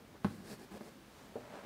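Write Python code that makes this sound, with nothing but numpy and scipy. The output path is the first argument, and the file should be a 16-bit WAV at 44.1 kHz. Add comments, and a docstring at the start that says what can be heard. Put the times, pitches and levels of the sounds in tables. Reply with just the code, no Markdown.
"""Chalk on a wall-mounted blackboard in a quiet classroom: one sharp tap and a much fainter one, as
short pushes ring the modes of the panel beside a noisy click; faint strokes are stick-slip grains that
hiss at the tip and rumble in the panel. The writer lowers his arm with a rustle, steps back and scuffs
a shoe: filtered friction grains, a soft swish of noise and a knock on floor modes. Ventilation
(coloured noise) and a thin electrical whine (a sine) lie underneath."""
import sys
import numpy as np
from scipy import signal
from scipy.fft import rfft, irfft
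from scipy.io import wavfile

SR = 44100
rng = np.random.default_rng(int(sys.argv[2]) if len(sys.argv) > 2 else 0)


def unload_audio(sound):
    """Save the sound as a 16-bit wav file, at the path given as the first command line argument."""
    columns = np.transpose(np.atleast_2d(sound))
    # keep every value between -1 and 1, then stretch to whole-number steps
    steps = np.round(np.clip(columns, -1, 1) * 32767)
    wavfile.write(sys.argv[1], SR, steps.astype(np.int16))


N = 72765  # length/samples

# Modes of the blackboard panel: f/Hz, level/dB, t60/s
BOARD_MODES = [(99.2, -20, 0.39), (198.4, 1.5, 0.063), (208, -9, 0.027), (240, -14, .09),
               (360.3, -12, 0.098), (446, -17, 0.045), (623, -24, 0.088), (811, -4.5, 0.02),
               (1045, -3, 0.015), (1293, -22, 0.052), (1491, -16, 0.052), (1500, -35, 0.045),
               (1766, -31, 0.11)]


def undb(db):
    """Amplitude ratio from a level: 20 dB for each factor of ten."""
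    return 10 ** (np.asarray(db) / 20)


def unit(x):
    """Normalisation to a root-mean-square amplitude of 1."""
    return x / np.sqrt(np.mean(x ** 2))


def seconds():
    """Sampled time: one instant every 1/SR seconds."""
    return np.arange(N) / SR


def through(x, response):
    """Linear filtering: convolution with an impulse response."""
    return signal.fftconvolve(x, response)[:N]


def colour(points, size=4096):
    """Minimum-phase filter of unit energy: folding the cepstrum of a (f/Hz, level/dB) curve makes it causal."""
    hz, db = np.array(points).T
    f = np.maximum(np.arange(size // 2 + 1) * SR / size, 1)
    level_db = np.interp(np.log(f), np.log(hz), db)
    cepstrum = irfft(np.log(undb(level_db)))
    # Fold negative times onto positive ones
    cepstrum[1:size // 2] *= 2
    cepstrum[size // 2 + 1:] = 0
    response = irfft(np.exp(rfft(cepstrum)))
    return response / np.linalg.norm(response)


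def fade(t60):
    """Exponential damping: a fall of 60 dB in t60 seconds."""
    return np.exp(-np.log(1000) * seconds() / t60)


def ring(modes, cycles=0.01):
    """Modal superposition: damped sines, each building up with a time constant given in cycles."""
    t = seconds()
    total = 0
    for hz, db, t60 in modes:
        build_up = 1 - np.exp(-t * hz / cycles)
        total = total + undb(db) * build_up * fade(t60) * np.sin(2 * np.pi * hz * t)
    return total


def at(x, start):
    """Pure delay: silence up to the start time, then the sound."""
    return np.concatenate([np.zeros(max(int(start * SR), 0)), x])[:N]


def swell(start, length, attack, release):
    """Amplitude envelope of a movement: linear rise, hold, linear fall."""
    t = seconds() - start
    return np.clip(np.minimum(t / attack, (length - t) / release), 0, 1)


def slips(rate, spread_db):
    """Stick-slip friction: clicks at random instants, of random sign and uneven size."""
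    chance = rng.random(N)
    size = np.minimum(rng.exponential(size=N), 4)
    sign = rng.choice([-1, 1], N)
    return unit((chance < rate / SR) * undb(spread_db * size) * sign)


def blow(response, contact_s):
    """Impulsive excitation: a smooth push, duller the longer the contact lasts."""
    phase = np.minimum(seconds() / contact_s, 1)
    push = np.sin(np.pi * phase) ** 2
    return -through(response, push / push.sum())


def background():
    """Steady sources: broadband ventilation noise and a pure-tone electrical whine."""
    # Ventilation spectrum: f/Hz, density level/dB per Hz
    air_spectrum = [(20, -37), (45, -2.5), (100, -4.5), (190, -0.5), (300, -3), (700, -11), (1500, -15.5),
                    (3000, -21.5), (7000, -30), (15500, -33)]
    air_db, whine_db, whine_hz = -58, -86, 13754  # rms levels before the microphone
    air = unit(through(rng.standard_normal(N), colour(air_spectrum)))
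    whine = unit(np.sin(2 * np.pi * whine_hz * seconds()))
    return undb(air_db) * air + undb(whine_db) * whine


def writer():
    """Friction of sleeve and shoe as filtered grains, and of the shirt as a smooth swish of noise."""
    # Rubbing of sleeve and shoe: start t/s, length t/s, attack t/s, release t/s, level/dB
    rubbings = [(0.141, 0.044, 0.0078, 0.027, -57.5), (1.092, 0.48, 0.074, 0.014, -63),
                (1.381, .15, 0.067, 0.053, -60), (1.491, 0.14, 0.086, 0.041, -48.5),
                (1.608, 0.091, 0.037, .03, -51.5)]
    # Colour of the rubbing: f/Hz, level/dB
    rub_spectrum = [(70, -16.5), (200, -0.5), (330, -8.5), (600, 0.5), (1200, -9), (2000, -14),
                    (3500, -23.5), (7000, -32.5), (15000, -50)]
    # Swish of the shirt as the arm moves: t/s, level/dB
    swish_course = [(.2, -73), (.9, -69), (1.05, -70), (1.198, -64.5), (1.3, -68.5), (1.42, -68),
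                    (1.65, -68)]
    # Colour of the swish: f/Hz, level/dB
    swish_spectrum = [(300, -9), (1200, -1), (2800, -2.5), (4500, -3.5), (9000, -9), (15000, -19)]
    grains = slips(rate=2600, spread_db=3)  # mean rate per second
    rub = unit(through(grains, colour(rub_spectrum)))
    effort = 0
    for start, length, attack, release, db in rubbings:
        effort = effort + undb(db) * swell(start, length, attack, release)
    swish = unit(through(rng.standard_normal(N), colour(swish_spectrum)))
    times, levels_db = np.array(swish_course).T
    return effort * rub + undb(np.interp(seconds(), times, levels_db)) * swish


def strokes():
    """Stick-slip excitation: one train of slips drives panel and stick, and adds grain to the tip's hiss."""
    # Strokes: start t/s, length t/s, attack t/s, release t/s, panel level/dB, tip level/dB, tip tilt/(dB/octave)
    stroke_list = [(0.236, 0.31, 0.0074, 0.22, -59, -65.5, 1), (0.43, 0.14, 0.088, 0.039, -50.5, -55.5, .5),
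                   (0.586, 0.072, 0.0089, 0.0097, -54, -66, 0.7),
                   (0.703, 0.0817, 0.019, 0.0055, -49, -65.5, 0), (0.803, 0.043, .005, .03, -54, -70, 0.5),
                   (0.823, 0.078, 0.027, 0.0092, -55.5, -66.5, 1.3)]
    # Colour of the hiss at the chalk tip: f/Hz, level/dB
    tip_spectrum = [(500, -8.5), (1600, 11.5), (3100, -1), (4500, 8.5), (6200, 0.5), (9000, 1.5),
                    (13000, -5.5), (16000, -12)]
    # Colour of the panel's dense upper modes: f/Hz, level/dB
    panel_spectrum = [(90, -28.5), (150, -33), (215, 9), (295, 3.5), (370, 7.5), (480, 3), (750, -3.5),
                      (1100, -13), (1700, -14.5), (2800, -17.5), (8000, -31.5)]
    # Resonances of the held stick: f/Hz, level/dB, t60/s
    stick_modes = [(1693, 8, 0.052), (2410, -12, 0.074)]
    modes_db, stick_db = -5, -21.5  # relative to the dense modes
    tip_grain = 0.4  # coarse grains beside the smooth hiss of the powder
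    grains = slips(rate=2500, spread_db=3.5)  # mean rate per second
    dense = unit(through(grains, colour(panel_spectrum)))
    modal = unit(through(grains, ring(BOARD_MODES)))
    stick = unit(through(grains, ring(stick_modes)))
    panel = unit(dense + undb(modes_db) * modal + undb(stick_db) * stick)
    powder = tip_grain * grains + rng.standard_normal(N)
    out = 0
    for start, length, attack, release, panel_db, tip_db, tilt_db in stroke_list:
        tilted = [(hz, db + tilt_db * np.log2(hz)) for hz, db in tip_spectrum]
        tip = unit(through(powder, colour(tilted)))
        rubbing = undb(panel_db) * panel + undb(tip_db) * tip
        out = out + swell(start, length, attack, release) * rubbing
    return out


def taps():
    """Impact: a short push excites the panel modes, beside a click with a dense noisy ring."""
    # Landings of the chalk: t/s, panel level/dB, click level/dB
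    landings = [(0.2462, -18.5, -19.5), (0.8102, -42, -37)]
    # Colour of the click: f/Hz, level/dB
    click_spectrum = [(60, -35), (150, -17), (400, 5.5), (900, -5.5), (1600, -6), (2300, -16),
                      (4000, -20.5), (7000, -36), (12000, -32), (15500, -44)]
    contact_s, build_cycles = 0.00058, 0.57  # the modes take time to spread over the panel
    click_t60_s, click_ring_db = 0.099, 2  # ring energy relative to the first impulse
    boom = blow(ring(BOARD_MODES, build_cycles), contact_s)
    dense = rng.standard_normal(N) * fade(click_t60_s)
    dense = undb(click_ring_db) * dense / np.linalg.norm(dense)
    response = colour(click_spectrum)
    click = through(signal.unit_impulse(N) + dense, response)
    click = click / np.abs(response).max() / 2  # the first impulse alone peaks at 0.5
    out = 0
    for start, panel_db, click_db in landings:
        out = out + at(undb(panel_db) * boom + undb(click_db) * click, start)
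    return out


def steps():
    """Impact of a soft heel: a push excites modes of shoe and floor, beside a dull thump of decaying noise."""
    # Footfalls: t/s, level/dB
    footfalls = [(1.356, -36)]
    # Modes of shoe and floor: f/Hz, level/dB, t60/s
    floor_modes = [(119.8, -21.5, 0.68), (255.4, -13, 0.21), (454, 5, 0.053), (557, -7.5, .08),
                   (743, -5.5, 0.075)]
    # Colour of the shoe's thump: f/Hz, level/dB
    thump_spectrum = [(80, -35), (250, -4.5), (450, -6), (750, 0), (1000, -18.5), (1500, -20),
                      (3000, -37.5), (8000, -48)]
    heel_s, thump_db, thump_t60_s = 0.00097, -5.5, 0.17
    thump = through(rng.standard_normal(N) * fade(thump_t60_s), colour(thump_spectrum))
    knock = blow(ring(floor_modes, cycles=0.16), heel_s) + undb(thump_db) * thump
    return sum(undb(db) * at(knock, start) for start, db in footfalls)


def classroom(x):
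    """Diffuse reverberation: convolution with noise whose bands each have their own strength and decay."""
    # Bands of the room's tail: centre f/Hz, level/dB, t60/s
    bands = [(98, -8, 0.4), (230, -7, 0.55), (537, -14.5, 0.22), (1360, -10.5, 0.36), (3400, -9, 0.55),
             (9100, -10.5, 0.55)]
    onset_s = 0.0092
    centres = np.log([row[0] for row in bands])
    f = np.log(np.maximum(np.fft.rfftfreq(N, 1 / SR), 1))
    noise = rfft(rng.standard_normal(N))
    tail = 0
    # The bands overlap as triangles in log frequency
    for share, (hz, db, t60) in zip(np.eye(len(bands)), bands):
        envelope = fade(t60) * np.minimum(seconds() / onset_s, 1)
        band = irfft(noise * np.interp(f, centres, share), N)
        tail = tail + undb(db) * band * envelope / np.linalg.norm(envelope)
    return x + through(x, tail)


def scene():
    """Superposition: writer and chalk excite the room, and the background is added to them."""
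    movement = writer() + strokes() + taps() + steps()
    return (classroom(movement) + background())[None]


def record(dry):
    """Band limiting: the microphone thins the deepest bass, and the top is cut steeply."""
    top_hz = 15720
    bass_cut = signal.butter(2, 45, "highpass", fs=SR, output="sos")
    top_cut = signal.ellip(12, 0.1, 70, top_hz, fs=SR, output="sos")  # ripple/dB, stopband/dB
    return signal.sosfilt(top_cut, signal.sosfilt(bass_cut, dry))


dry = scene()
out = record(dry)
unload_audio(out)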